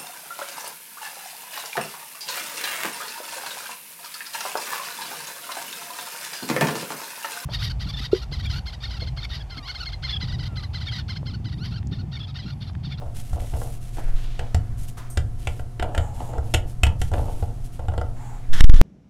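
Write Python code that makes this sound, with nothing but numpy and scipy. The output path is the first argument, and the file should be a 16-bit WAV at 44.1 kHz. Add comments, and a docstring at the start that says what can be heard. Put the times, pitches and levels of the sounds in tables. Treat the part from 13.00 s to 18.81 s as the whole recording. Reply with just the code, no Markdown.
"""Close to the microphone, in a small humming workshop, gloved hands fit a plastic nut to a tank's drain.
First come scattered knocks of nut on fitting, each booming in the hollow tank, and gloves and a sleeve
rustle. From about 2.8 s the nut is spun up the thread, which sticks, slips and scrapes under quicker
knocks. At about 5.5 s the sleeve rubs and bumps the microphone and overloads it."""
import sys
import numpy as np
from scipy import signal
from scipy.fft import rfft, irfft, next_fast_len
from scipy.io import wavfile
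from scipy.ndimage import uniform_filter1d

SR = 44100
rng = np.random.default_rng(int(sys.argv[2]) if len(sys.argv) > 2 else 0)


def wav_out(sig):
    """Save sig, one row per channel (or a flat mono array), as 16-bit PCM at SR to the path in sys.argv[1]."""
    wavfile.write(sys.argv[1], SR, np.round(np.clip(np.atleast_2d(sig).T, -1, 1) * 32767).astype(np.int16))


N = 256424
TIME = np.arange(N) / SR

# knocks of the nut on the fitting: (time [s], body level [dB], clack over body [dB],
# tick over body [dB], relative tank boom [dB], clack pitch [Hz])
KNOCKS = [(0.061, -51, -18, -13, -26, 1480), (0.331, -34.5, -15, -12, -18.5, 1480),
          (0.4, -47, 2, -25, -29, 2090), (0.538, -35, -9, -30, -19.5, 3000),
          (0.616, -31.5, -11, -30, -37, 1420), (1.393, -29.5, -1, -17, -23, 1480),
          (1.546, -27, -1, -7, -9.5, 3980), (2.173, -25, -0.5, -5, -13.5, 1440),
          (2.472, -25, 1, -9, -21.5, 2420), (2.595, -34.5, -8, -21, -24, 1500),
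          (2.797, -28, 0, -20, -27.5, 1560), (2.825, -22, -3.5, -15, -22, 1420),
          (2.948, -26, -3.5, -14.5, -40, 1810), (2.978, -23.5, -0.5, -10, -14.5, 1690),
          (3.334, -32.5, -14.5, -20, -27, 1450), (3.381, -28.5, -18.5, -18.5, -16.5, 1450),
          (3.539, -21.5, 1.5, 0, -20.5, 3040), (3.545, -22.5, 6, 0.5, -13.5, 2860),
          (3.834, -21.5, 7.5, 0, -8, 2690), (3.867, -29, -2, -11, -13, 2830),
          (4.016, -30, 1, -0.5, -19, 3130), (4.116, -30.5, -14, -17, -18, 1450),
          (4.137, -27, -5, -15, -50, 1700), (4.18, -27, -14, -28, -14, 1840),
          (4.425, -29, -17, -32, -17, 1480), (4.793, -32.5, -14, -23, -22.5, 1450),
          (4.884, -27.5, -9, -19.5, -16, 1340), (4.937, -29, -17, -25, -21.5, 1450),
          (4.978, -23.5, -11.5, -22.5, -18.5, 1400), (5.013, -26, -15, -21, -21, 1450)]
# twists of the nut against the thread: (start [s], length [s], level [dB])
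TWISTS = [(0.0, 0.37, -43.5), (.33, 0.11, -40.5), (.512, 0.075, -39), (.62, 0.065, -40.5),
          (.968, 0.13, -41.5), (1.4, 0.048, -38.5), (2.79, 0.16, -32), (2.945, 0.28, -35),
          (3.195, 0.041, -38), (3.29, .07, -40.5), (3.36, 0.18, -40.5), (3.55, 0.11, -43),
          (3.84, 0.086, -33.5), (4.125, 0.105, -31.5), (4.225, 0.19, -36.5), (4.425, 0.37, -43),
          (4.79, .09, -42.5), (4.89, 0.16, -38.5), (4.97, 0.24, -40)]
# strokes of the gloves over the plastic: (start [s], length [s], level [dB])
STROKES = [(.14, .065, -46), (.22, 0.14, -52), (.385, 0.37, -49), (.8, 0.1, -53.5), (.915, 0.086, -50),
           (1.01, 0.24, -58.5), (1.77, 0.075, -50), (1.87, 0.015, -46.5), (1.965, 0.021, -49.5),
           (2.38, 0.22, -53.5), (3.13, 0.17, -52.5), (3.425, 0.098, -55), (3.66, 0.055, -53.5),
           (3.985, 0.1, -50.5), (4.12, 0.33, -52), (4.45, 0.2, -61.5), (4.638, 0.0094, -45.5),
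           (4.715, .05, -54)]
# a twist bites and eases off, a stroke swells and holds: (attack [s], sag [dB/s], release [s])
TWIST_SHAPE, STROKE_SHAPE = (0.004, 76, 0.018), (0.02, 5.6, 0.021)


def nut_knocks(crack_t60=0.038, snap_s=0.0055, soft_rise_s=0.00061, grip_damping=.48):
    """Each knock is a snap and a short, dense ring; harder contacts start with a sharper impact."""
    # modes of nut and fitting: (frequency [Hz], relative level [dB], t60 without the grip [s])
    nut_modes = [(465, -7.5, 0.28), (617, -7, 0.15), (743, 1.5, 0.12), (890, -10, 0.24), (1391, 0.5, 0.12),
                 (1600, -4.5, 0.11), (1980, 0, 0.13), (2320, -3, 0.084), (2760, -3, .03), (2880, 2, .05),
                 (3036, -3, .16), (3200, -13, .22), (5300, -2, .047), (6970, -3, .058), (7300, -1, .053)]
    # spectrum of the contact's crack: (frequency [Hz], relative level [dB])
    crack_spectrum = [(150, -34), (300, -0.5), (700, 2.5), (1150, -8), (1600, -3.5), (3000, -4.5),
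                      (4200, -9.5), (5400, 4), (6200, -2.5), (7400, 2.5), (10000, -10.5), (13000, -15.5),
                      (16000, -65)]
    out, t = np.zeros(N), np.arange(SR // 5) / SR
    for start, db, clack_db, tick_db, _, clack_hz in KNOCKS:
        hardness = min(amp(clack_db), 1)
        rise = 1 - np.exp(-t * (1 + 20 * hardness) / soft_rise_s)
        snap = 1.04 * np.exp(-(t / snap_s) ** 2)
        crack = colour(rng.standard_normal(len(t)), crack_spectrum) * (amp(-60 * t / crack_t60) + snap)
        # each point of contact stirs the modes in its own proportions; the grip damps and detunes them
        stirred = [(hz, mode_db - 7 + 2 * rng.standard_normal(), t60 * grip_damping)
                   for hz, mode_db, t60 in nut_modes]
        hit = (crack + ring(stirred, t, detune=.008)) * rise
        add(hit, 0, -6 * hardness ** 2 * signal.windows.hann(6))  # the impact
        body = crest(band(hit, 154, 1150))
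        # the point of contact also colours the crack around one frequency
        favoured = crest(signal.lfilter(*signal.iirpeak(clack_hz, 4, fs=SR), crack * rise))
        clack = amp(clack_db) * crest(2 * crest(band(hit, 1510, 3850)) + 3.17 * favoured)
        tick = amp(tick_db) * crest(band(hit, 4300, 14000))
        add(out, start, amp(db) * (body + clack + tick))
    return out


def nut_graze(start_s=2.1, rise_s=0.0019, hiss_db=-45, hiss_s=0.032):
    """A glancing touch on the fitting hisses briefly and sets only the highest modes ringing."""
    # the thin, bright ring: (frequency [Hz], level [dB], t60 [s])
    high_modes = [(8300, -45, 0.37), (8950, -44, 0.24), (12150, -46, .06), (13300, -50, .04)]
    out, t = np.zeros(N), np.arange(SR // 3) / SR
    hiss = amp(hiss_db) * unit(band(rng.standard_normal(len(t)), 5700, 13000)) * np.exp(-t / hiss_s)
    add(out, start_s, (ring(high_modes, t) + hiss) * (1 - np.exp(-t / rise_s)))
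    return out


def tank_booms(gain_db=2, floor_hz=76, floor_t60=0.21, wall_hz=104, wall_t60=0.59, wall_rise_s=0.023):
    """A knock shoves the tank floor; the large walls pick up the motion and ring on."""
    out, t = np.zeros(N), np.arange(SR // 2) / SR
    for start, _, _, _, boom_db, _ in KNOCKS:
        hz = floor_hz * rng.uniform(.88, 1.12)
        floor = amp(-60 * t / floor_t60) * np.sin(2 * np.pi * hz * t)
        walls = ring([(wall_hz, -9, wall_t60)], t) * (1 - np.exp(-t / wall_rise_s))
        add(out, start, amp(boom_db + gain_db) * (floor + walls))
    return out


def thread_scrape():
    """Under load the thread sticks and slips in clumps that ring the fitting; coasting, it hisses."""
    # resonances rung by the slips: (frequency [Hz], width [Hz], relative level [dB])
    scrape_peaks = [(275, 81, 0.5), (456, 45, 2.5), (594, 99, 3), (737, 85, 4), (882, 113, -1),
                    (1506, 280, -22.5), (2700, 300, -25)]
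    # the nut coasting along the thread: (start [s], end [s], level [dB])
    spins = [(2.91, 3.126, -44), (3.055, 3.44, -47.5), (5.125, 5.427, -47)]
    # resonances of that smooth sliding: (frequency [Hz], width [Hz], relative level [dB])
    slide_peaks = [(830, 110, 10.5), (3160, 68, -39), (7050, 1100, -11), (8440, 870, -24)]
    slips = grains(per_s=300, spread_db=3.4) * amp(3.5 * wander(45))
    scrape = unit(band(resonate(slips, scrape_peaks), 142, 3600))
    slide = resonate(rng.standard_normal(N), slide_peaks)
    coasting = np.zeros(N)
    for start, end, db in spins:
        add(coasting, start, amp(db) * signal.windows.cosine(round((end - start) * SR)))
    return gestures(TWISTS, TWIST_SHAPE) * scrape + coasting * slide


def tank_sway(rest_db=-42, knock_db=-13, twist_db=6, stroke_db=17, settle_s=0.22):
    """The tank sways under the hands: every knock, twist and stroke pushes it, and it settles again."""
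    # rumble of the swaying tank: (frequency [Hz], relative level [dB])
    rumble_spectrum = [(15, 10), (30, 13.5), (50, 5.5), (85, 5), (130, 0.5), (190, -10.5), (300, -19),
                       (600, -83)]
    twists = amp(twist_db) * gestures(TWISTS, TWIST_SHAPE)
    strokes = amp(stroke_db) * gestures(STROKES, STROKE_SHAPE)
    shoves = [(start, 0, boom_db + knock_db) for start, _, _, _, boom_db, _ in KNOCKS]
    knocks = gestures(shoves, (.01, 0, settle_s))
    power = amp(rest_db) ** 2 + twists ** 2 + strokes ** 2 + knocks ** 2
    return np.sqrt(power) * colour(rng.standard_normal(N), rumble_spectrum)


def sleeve_on_microphone():
    """Knit scrubs over the microphone's port; each bump squeezes air into it, then sucks it out."""
    # course of the scrubbing: (time [s], level [dB])
    scrub_levels = [(5.53, -31), (5.537, -27.5), (5.56, -33), (5.604, -32), (5.608, -12), (5.64, -25.5),
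                    (5.7, -30), (5.745, -35), (5.81, -42.5)]
    # knit right on the port: (frequency [Hz], relative level [dB])
    scrub_spectrum = [(150, 12), (500, -6), (1100, -2), (1800, 8), (2400, -5.5), (3300, 4), (4400, -6),
                      (5600, -4.5), (8000, -11.5), (12000, -15.5), (16000, -35)]
    # bumps: (time [s], press [s], release [s], pressure [full scale], suction [full scale])
    bumps = [(5.485, .092, .03, .62, .42), (5.607, .0365, .0545, 3.5, 7), (5.698, .0435, .0235, 4.5, 1.2),
             (5.765, .027, .06, .6, 2.6)]
    scrubbing = level(scrub_levels) * (TIME > scrub_levels[0][0])
    out = scrubbing * colour(rng.standard_normal(N), scrub_spectrum)
    for start, press_s, release_s, pressure, suction in bumps:
        add(out, start, pressure * signal.windows.cosine(round(press_s * SR)))
        add(out, start + press_s, -suction * signal.windows.cosine(round(release_s * SR)))
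    return out


def cloth_rustle(flutter_db=1.1, swish_focus=1.4):
    """Fibres catch and let go: a fine, crisp hiss from the gloves, a duller swish from the sleeve."""
    # hiss of the gloves: (frequency [Hz], relative level [dB])
    glove_spectrum = [(600, -18), (1500, -3.5), (3000, 1), (4500, -2.5), (6000, -1), (8000, 0), (11000, 1),
                      (13000, -5), (16000, -16)]
    # hiss of the sleeve: (frequency [Hz], relative level [dB])
    sleeve_spectrum = [(500, 5.5), (1100, 3), (1600, 2), (2300, 1.5), (3100, -1), (4500, -2.5), (6500, -3),
                       (12000, -14)]
    # swishes as the arm moves: (start [s], length [s], level [dB], centre [Hz])
    swishes = [(0.964, 0.12, -48.5, 1580), (1.156, .24, -50.5, 3180), (1.387, 0.44, -58.5, 1400),
               (1.968, 0.02, -43.5, 1110), (5.16, 0.79, -58, 1690)]
    swish_shape = (0.0077, 5, 0.082)  # (attack [s], sag [dB/s], release [s])
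    fibres = grains(per_s=3000, spread_db=3.8) + .5 * rng.standard_normal(N)
    hiss = colour(fibres, glove_spectrum)
    # the hiss brightens and dulls as the fingers change pace
    dull = signal.lfilter(*signal.butter(1, 4000, fs=SR), hiss)
    pace = amp(2 * wander(9.8))
    rustle = gestures(STROKES, STROKE_SHAPE) * unit(dull / pace + (hiss - dull) * pace)
    knit = colour(rng.standard_normal(N), sleeve_spectrum)
    for start, length, db, hz in swishes:
        swish = unit(knit + swish_focus * resonate(knit, [(hz, hz / 2, 0)]))
        rustle += gestures([(start, length, db)], swish_shape) * swish
    return rustle * amp(flutter_db * wander(70))


def workshop_tone(air_db=-47, waver_cycles=0.17):
    """Behind the work: a wavering motor hum, still air and the draft of the passing arm."""
    # partials of the motor: (frequency [Hz], level [dB])
    partials = [(118.4, -38.5), (253.0, -58.5), (360.7, -66), (689.1, -64.5), (721.4, -61), (1319, -72)]
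    # still air of the room: (frequency [Hz], relative level [dB])
    air_spectrum = [(40, -7), (130, 8), (200, -2.5), (400, -8.5), (760, -14.5), (1100, -17), (2500, -26),
                    (5000, -28), (11000, -29), (16000, -45)]
    # air pushed by the arm: (time [s], level [dB])
    draft_levels = [(1.0, -33), (1.12, -15), (1.5, -32)]
    hum = np.zeros(N)
    for hz, db in partials:
        waver = waver_cycles * np.sqrt(hz / partials[0][0]) * wander(7.7)
        hum += amp(db) * np.sqrt(2) * np.sin(2 * np.pi * (hz * TIME + waver))
    draft = level(draft_levels) * colour(rng.standard_normal(N), [(10, -9.5), (30, -11.5), (300, -129)])
    air = amp(air_db) * colour(rng.standard_normal(N), air_spectrum)
    return hum + air + draft


def room_echo(x, delay_s=0.0036):
    """The small room returns scattered echoes whose treble dies first."""
    # decay of the room: (frequency [Hz], t60 [s])
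    decay_times = [(100, 0.68), (700, 0.34), (3000, 0.18), (8000, 0.16), (15000, 0.18)]
    hz, t, spectra = signal.stft(rng.standard_normal(SR // 2), SR, nperseg=256)
    decay = amp(-60 * t / at_hz(decay_times, hz)[:, None])
    _, tail = signal.istft(spectra * decay, SR, nperseg=256)
    tail *= np.clip(np.arange(len(tail)) / SR / delay_s - 1, 0, 1)
    return signal.fftconvolve(x, tail / np.linalg.norm(tail))[:N]


def amp(db):
    """Decibels to gain."""
    return 10 ** (np.asarray(db) / 20)


def unit(x):
    """Scales to an rms of 1."""
    return x / np.sqrt(np.mean(x ** 2) + 1e-20)


def crest(x):
    """Scales so that the loudest 5 ms have an rms of 1."""
    return x / np.sqrt(uniform_filter1d(x ** 2, size=220).max() + 1e-20)


def at_hz(points, hz):
    """Reads a curve on a log-frequency axis."""
    knots_hz, values = np.transpose(points)
    return np.interp(np.log(hz + 1), np.log(knots_hz + 1), values)


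def level(rows):
    """Gain over time from a curve in dB."""
    return amp(np.interp(TIME, *np.transpose(rows)))


def colour(x, spectrum):
    """Filters x by a spectrum, at an rms of 1."""
    size = next_fast_len(len(x))
    gain = amp(at_hz(spectrum, np.fft.rfftfreq(size, 1 / SR)))
    return unit(irfft(rfft(x, size) * gain, size)[:len(x)])


def band(x, lo_hz, hi_hz):
    """Causal band-pass."""
    return signal.sosfilt(signal.butter(3, [lo_hz, hi_hz], "band", fs=SR, output="sos"), x)


def resonate(x, peaks):
    """Passes x through side-by-side resonances of alternating sign, at an rms of 1."""
    return unit(sum(amp(db) * (-1) ** k * signal.lfilter(*signal.iirpeak(hz, hz / width, fs=SR), x)
                    for k, (hz, width, db) in enumerate(peaks)))


def wander(per_s):
    """Slow random drift with a spread near 1."""
    knots = rng.standard_normal(4096)
    return np.interp(TIME * per_s, np.arange(len(knots)), knots)


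def grains(per_s, spread_db):
    """Sparse clicks of uneven size, at an rms of 1."""
    size = amp(spread_db * np.minimum(rng.exponential(1, N), 4))
    return unit(size * rng.choice([-1, 1], N) * (rng.random(N) < per_s / SR))


def ring(modes, t, detune=0):
    """Dying sines, each starting at a chance phase."""
    out = np.zeros(len(t))
    for hz, db, t60 in modes:
        hz *= 1 + detune * rng.standard_normal()
        out += amp(db - 60 * t / t60) * np.sin(2 * np.pi * (hz * t + rng.random()))
    return out


def gestures(rows, shape):
    """Gain over time of hand movements: each rises, sags while it lasts, and dies away."""
    attack_s, sag_db_per_s, release_s = shape
    power, t = np.zeros(N), np.arange(SR) / SR
    for start, length, db in rows:
        attack = np.minimum(t / attack_s, 1)
        release = np.exp(-np.maximum(t - length, 0) / release_s)
        add(power, start, (attack * amp(db - sag_db_per_s * t) * release) ** 2)
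    return np.sqrt(power)


def add(mix, start_s, sound):
    """Mixes a sound in at start_s."""
    part = mix[round(start_s * SR):][:len(sound)]
    part += sound[:len(part)]


def scene(knock_room_db=-10, thread_room_db=-7, linger_db=-10):
    """One microphone: nut, tank and cloth close by, the workshop behind, the sleeve right on the port."""
    hits = nut_knocks() + nut_graze()
    scrape = thread_scrape()
    echo = room_echo(amp(knock_room_db) * hits + amp(thread_room_db) * scrape)
    # a cluster of modes of the fitting keeps ringing after the hard clacks
    linger = amp(linger_db) * band(room_echo(hits), 2830, 3230)
    close = hits + scrape + linger + tank_booms() + tank_sway() + cloth_rustle()
    return (close + echo + workshop_tone() + sleeve_on_microphone())[None]


def record(dry):
    """The microphone clips at its limit, blanking all other sound; the treble ends at 15.9 kHz."""
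    clipped = np.clip(dry, -.97, .97)
    low_pass = signal.firwin(255, 15900, window=("kaiser", 9), fs=SR)
    return signal.oaconvolve(clipped, low_pass[None], "same")


dry = scene()
out = record(dry)
wav_out(out)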